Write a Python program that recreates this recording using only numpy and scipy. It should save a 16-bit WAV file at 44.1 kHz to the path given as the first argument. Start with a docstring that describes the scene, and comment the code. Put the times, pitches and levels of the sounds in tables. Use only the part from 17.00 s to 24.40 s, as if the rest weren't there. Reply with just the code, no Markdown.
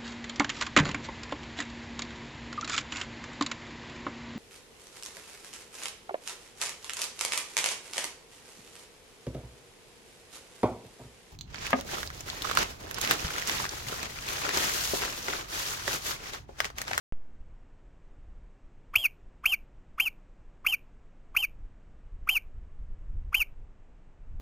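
"""A dull thump as a trail camera's microphone switches on in a mountain meadow; wind rumbles on it over hiss.
Close by, a marmot on a rock jerks upright with a soft thud and gives seven piercing alarm whistles.
Each is one fast arch of pitch, answered faintly by the rocks and the slope. The camera's housing colours
the whistles and its coarse sampling adds glassy mirror tones. One microphone, so the sound is mono."""
import sys
import numpy as np
from scipy import signal
from scipy.fft import rfft, irfft
from scipy.io import wavfile
from scipy.ndimage import uniform_filter1d, map_coordinates

SR = 44100
rng = np.random.default_rng(int(sys.argv[2]) if len(sys.argv) > 2 else 0)


def to_wav(sig):
    """Store sig (one row per channel, or 1-D mono) as 16-bit WAV at the path in sys.argv[1].

    Samples outside -1..1 are clipped; the rate is SR.
    """
    pcm = np.clip(np.atleast_2d(sig), -1, 1) * 32767
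    pcm = np.round(pcm).astype(np.int16)
    wavfile.write(sys.argv[1], SR, pcm.T)  # frames by channels


N = 326340
TIME = np.arange(N) / SR
SWITCH_ON_S = .1236


def amp(db):
    """Decibels to gain."""
    return 10 ** (np.asarray(db) / 20)


def unit_rms(x):
    """Scales to rms 1."""
    return x / np.sqrt(np.mean(x ** 2) + 1e-20)


def ease(t, width_s):
    """A smooth step from 0 to 1 around time zero."""
    return (1 + np.tanh(t / width_s / 2)) / 2


def response(points, size):
    """Gain of a table (f/Hz, level/dB) on the bins of a transform."""
    hz, db = np.transpose(points)
    bins_hz = np.fft.rfftfreq(size, 1 / SR)
    return amp(np.interp(np.log(bins_hz + 1), np.log(hz + 1), db))


def noise(points):
    """Steady noise of rms 1 with the given spectral shape."""
    return unit_rms(irfft(rfft(rng.standard_normal(N)) * response(points, N), N))


def waver(length, rate_hz):
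    """A smooth random wobble of rms 1, mostly slower than the rate."""
    hz = np.fft.rfftfreq(length, 1 / SR)
    slow = np.exp(-(hz / rate_hz) ** 2) * (hz > 0)
    return unit_rms(irfft(rfft(rng.standard_normal(length)) * slow, length))


def coloured(x, points, size=4096):
    """Causal filter: resonances ring after the sound that excites them."""
    cepstrum = irfft(np.log(response(points, size)))
    cepstrum[1:size // 2] *= 2  # folded for minimum phase
    cepstrum[size // 2 + 1:] = 0
    return signal.oaconvolve(x, irfft(np.exp(rfft(cepstrum))))[:N]


def add(mix, start_s, sound):
    """Mixes a sound in at its time."""
    part = mix[round(start_s * SR):][:len(sound)]
    part += sound[:len(part)]


# Spectrum of the noise floor at the microphone: f/Hz, relative level/dB
HISS = [(20, -4), (120, 5), (300, -1), (600, -6), (1000, -10), (1800, -14.5), (2800, -19.5), (3400, -25),
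        (4500, -30), (7500, -29), (8500, -32.5), (9300, -54), (15000, -53.5)]
def hiss(level_db=-64.5):
    """A faint, steady hiss behind everything."""
    return amp(level_db) * noise(HISS)


# Gusts crossing the meadow and striking the microphone: t/s, relative level/dB
GUSTS = [(0.28, -60), (0.46, -47.5), (0.65, -58.5), (1.15, -54.5), (1.33, -51), (1.5, -56.5), (3.2, -57.5),
         (4.43, -56), (4.58, -46.5), (4.75, -54), (5.02, -56.5), (5.16, -46.5), (5.38, -54.0),
         (5.58, -41.5), (5.7, -52), (5.82, -41), (5.98, -49), (6.16, -37.5), (6.45, -51), (6.6, -45),
         (6.86, -57), (7.18, -57.5), (7.35, -40.5)]
# Spectra of the eddies at the microphone and the buffets on its housing: f/Hz, relative level/dB
RUMBLE = [(5, -12), (17, 14.5), (38, 2), (65, -4), (95, -29.5), (112, -18), (135, -31), (220, -37.5),
          (450, -55), (1000, -83)]
BUFFET = [(30, -30), (80, 7), (125, -3.0), (200, -15), (400, -31), (1000, -71.5)]
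def wind(rumble_db=2, buffet_db=-13, buffet_growth=1.2, breeze_db=-45, lumps_db=2.0):
    """Low eddies at the microphone come in lumps; strong gusts also buffet the housing, higher in pitch."""
    gust_db = np.interp(TIME, *np.transpose(GUSTS)) + lumps_db * waver(N, rate_hz=13)
    eddies = noise(RUMBLE)
    eddies /= np.sqrt(uniform_filter1d(eddies ** 2, size=6000))  # the gusts alone set the swell
    buffets = amp(breeze_db + buffet_db + buffet_growth * (gust_db - breeze_db)) * noise(BUFFET)
    return amp(gust_db + rumble_db) * eddies + buffets


# Colour of the thump inside the camera: f/Hz, level/dB
THUMP = [(20, -0.5), (3000, -1.5), (4000, -15), (8000, -7.0), (10000, -14.5)]
def switch_on(step_db=-28, settle_s=0.1):
    """The microphone's supply jumps on and settles: one dull thump."""
    t = np.maximum(TIME - SWITCH_ON_S, 0)
    step = amp(step_db) * np.exp(-t / settle_s) * (TIME >= SWITCH_ON_S)
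    return coloured(step, THUMP)


def foot(start_s=1.968, level_db=-40, hz=85, ring_s=0.014):
    """A soft thud on the turf near the camera as the marmot jerks upright for its first call."""
    t = np.maximum(TIME - start_s, 0)
    return amp(level_db) * np.exp(-t / ring_s) * np.sin(2 * np.pi * hz * t)


# Reflections from the nearby rocks: delay t/s, level/dB
ROCKS = [(.0043, -23.5), (.0071, -16.5), (0.0095, -30.5), (0.02, -36.5)]
# Colour of all that returns from the rocks and the slope: f/Hz, level/dB
SLOPE = [(500, -24.5), (1400, -12), (1900, -11), (2350, -6), (2720, -1), (3100, -5), (3700, -22.5),
         (8000, -15.5)]
def meadow(x, near_db=-23.5, near_t60_s=.17, far_db=-47, far_t60_s=.4):
    """What comes back to the microphone: a few rock reflections and a short faint scatter off the slope."""
    t = TIME[:SR]
    near, far = rng.standard_normal((2, SR)) * (1 - np.exp(-t / 0.0023))
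    near *= amp(-60 * t / near_t60_s)
    far *= amp(-60 * t / far_t60_s)
    echo = amp(near_db) * near / np.linalg.norm(near) + amp(far_db) * far / np.linalg.norm(far)
    for delay_s, db in ROCKS:
        add(echo, delay_s, amp([db]))
    return coloured(signal.oaconvolve(x, echo)[:N], SLOPE)


# Spectrum of the grit that the camera's coarse steps add to a loud sound: f/Hz, relative level/dB
GRIT = [(300, -5), (1800, -2.5), (3400, -1), (3900, -11.5), (4600, -1), (6800, 4.5), (8000, -13),
        (9300, -1), (11000, -4.5), (12500, -12.5)]
def coarse_sampling(x, clock_hz=16000, drift_s=3e-6, grit_db=-29.0):
    """Each sample is held until the next: a tone gains mirror tones, the strongest sinking as it rises."""
    clock = TIME + drift_s * waver(N, rate_hz=100)
    held_s = (clock * clock_hz % 1) / clock_hz
    stairs = map_coordinates(x, [(TIME - held_s) * SR], order=3, mode="nearest")
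    running_rms = np.sqrt(abs(uniform_filter1d(x ** 2, size=90)))
    return stairs + amp(grit_db) * running_rms * noise(GRIT)


# Spectrum of the breath at the marmot's mouth: f/Hz, relative level/dB
PUFF = [(500, -21.5), (1100, -2.5), (1700, 5.5), (2600, -7), (3500, -10), (6000, -28.5)]
def puffs(calls, level_db=-30, lead_s=0.0086, width_s=0.012):
    """Turbulent air just ahead of each tone, stronger in a rough call."""
    breaths = sum(rough * np.exp(-((TIME - attack_s + lead_s) / width_s) ** 2)
                  for attack_s, *_, rough in calls)
    return amp(level_db) * breaths * noise(PUFF)


def pitch_arch(t, length_s, crest_hz, sag_hz_per_s, start_hz=901.6, sag_lead_s=.034, sag_ease_s=.0071):
    """Pitch in Hz: it sweeps up, fastest just before the attack, hangs at the crest, then sags steadily."""
    sweep_hz = (crest_hz - start_hz) * ease(t + .0063, width_s=.0068)
    sagging_s = sag_ease_s * np.logaddexp(0, (t - length_s + sag_lead_s) / sag_ease_s)
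    return start_hz + sweep_hz - sag_hz_per_s * sagging_s


def squeak(t, level_db=-23.5, lead_s=0.016, width_s=.0058, rasp=.25):
    """Envelope of the soft, hoarse squeak that comes before the voice opens."""
    hump = amp(level_db) * np.exp(-((t + lead_s) / width_s) ** 2)
    return hump * (1 + rasp * waver(len(t), rate_hz=700))


def whistle(attack_s, length_s, crest_hz, sag_hz_per_s, attack_db, top_db, fall_db, rough,
            jitter=.02, shimmer=.55, relax=0.56, octave_db=-19, rasp_db=-19):
    """A nearly pure tone arches and flutters at its strained top; returns its start time and sound."""
    t = np.arange(-.035, length_s + .025, 1 / SR)  # zero at the attack
    # The voice snaps open with a burst, is choked at the crest, swells as the pitch sags, and shuts.
    opening = ease(t + .005, width_s=.0005)
    burst = ease(.0088 - t, width_s=.002)
    swell = ease(t - length_s + .023, width_s=.0045)
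    shutting = ease(length_s + .0095 - t, width_s=.0015)
    level_db = top_db + (attack_db - top_db) * burst + (fall_db - top_db) * swell
    voiced = amp(level_db) * opening * shutting
    strain = rough * (1 - relax * swell)
    hz = pitch_arch(t, length_s, crest_hz, sag_hz_per_s)
    hz *= 1 + jitter * strain * waver(len(t), rate_hz=620)
    phase = 2 * np.pi * np.cumsum(hz) / SR
    flutter = 1 + shimmer * strain * (1 - burst / 2) * (1 - swell / 2) * waver(len(t), rate_hz=200)
    # Turbulence puts a noisy skirt around the tone.
    rasp = amp(rasp_db) * np.sqrt(strain) * waver(len(t), rate_hz=1300)
    tone = (1 + rasp) * np.sin(phase) + amp(octave_db) * np.sin(2 * phase)
    return attack_s + t[0], (voiced * flutter + squeak(t)) * tone


# The calls as they leave the rock: attack t/s, length from attack to loud fall t/s, crest f/Hz,
# sag/(Hz/s), attack level/dB, top level/dB, fall level/dB, roughness/(0-1)
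WHISTLES = [(1.96, 0.098, 3280, 24870, -8, -27.5, -15.5, 0.81),
            (2.461, 0.077, 3209, 22420, -11, -23.5, -17, 0.53),
            (3.0033, 0.072, 3189, 21140, -11.5, -25.5, -20.5, 0.5),
            (3.6691, 0.071, 3180, 21000, -12, -22, -18.5, 0.4),
            (4.3696, 0.074, 3165, 21030, -11.5, -23, -19.5, .33),
            (5.294, 0.077, 3181, 21960, -11.5, -22.5, -17.5, .28),
            (6.3482, 0.072, 3160, 21660, -11, -22.5, -17.5, 0.37)]
# Response of the microphone in its housing, facing the animal: f/Hz, level/dB
HOUSING = [(500, -15.5), (1000, -9), (1420, -11), (1750, -17.5), (2130, -9), (2310, -5.5), (2450, -1.5),
           (2820, -6), (2965, -17.5), (3060, -6.5), (3350, -6), (3850, -30.5), (4500, -4.5), (5100, -19),
           (7500, -18.5)]
def marmot():
    """Whistles at close range, direct and off the meadow; only they are loud enough for mirror tones."""
    voice = puffs(WHISTLES)
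    for call in WHISTLES:
        add(voice, *whistle(*call))
    return coarse_sampling(coloured(voice, HOUSING) + meadow(voice))


def scene():
    """Close whistles over wind and hiss, one microphone feeding both channels."""
    background = (wind() + hiss()) * (TIME >= SWITCH_ON_S)
    return np.tile(background + switch_on() + foot() + marmot(), (2, 1))


# Overall treble shape, with a notch near 12 kHz and fading above 14 kHz: f/Hz, level/dB
TREBLE = [(20, 3.5), (11200, -0.5), (12000, -20), (12700, -1), (13900, 1), (14450, -17.5), (15300, -30.5)]
def record(dry, edge_hz=15300):
    """Dulls the highest treble and cuts it off near 15 kHz."""
    dulled = np.array([coloured(channel, TREBLE) for channel in dry])
    lowpass = signal.firwin(301, edge_hz, window=("kaiser", 8), fs=SR)
    return signal.oaconvolve(dulled, lowpass[None], "same", axes=1)


dry = scene()
out = record(dry)
to_wav(out)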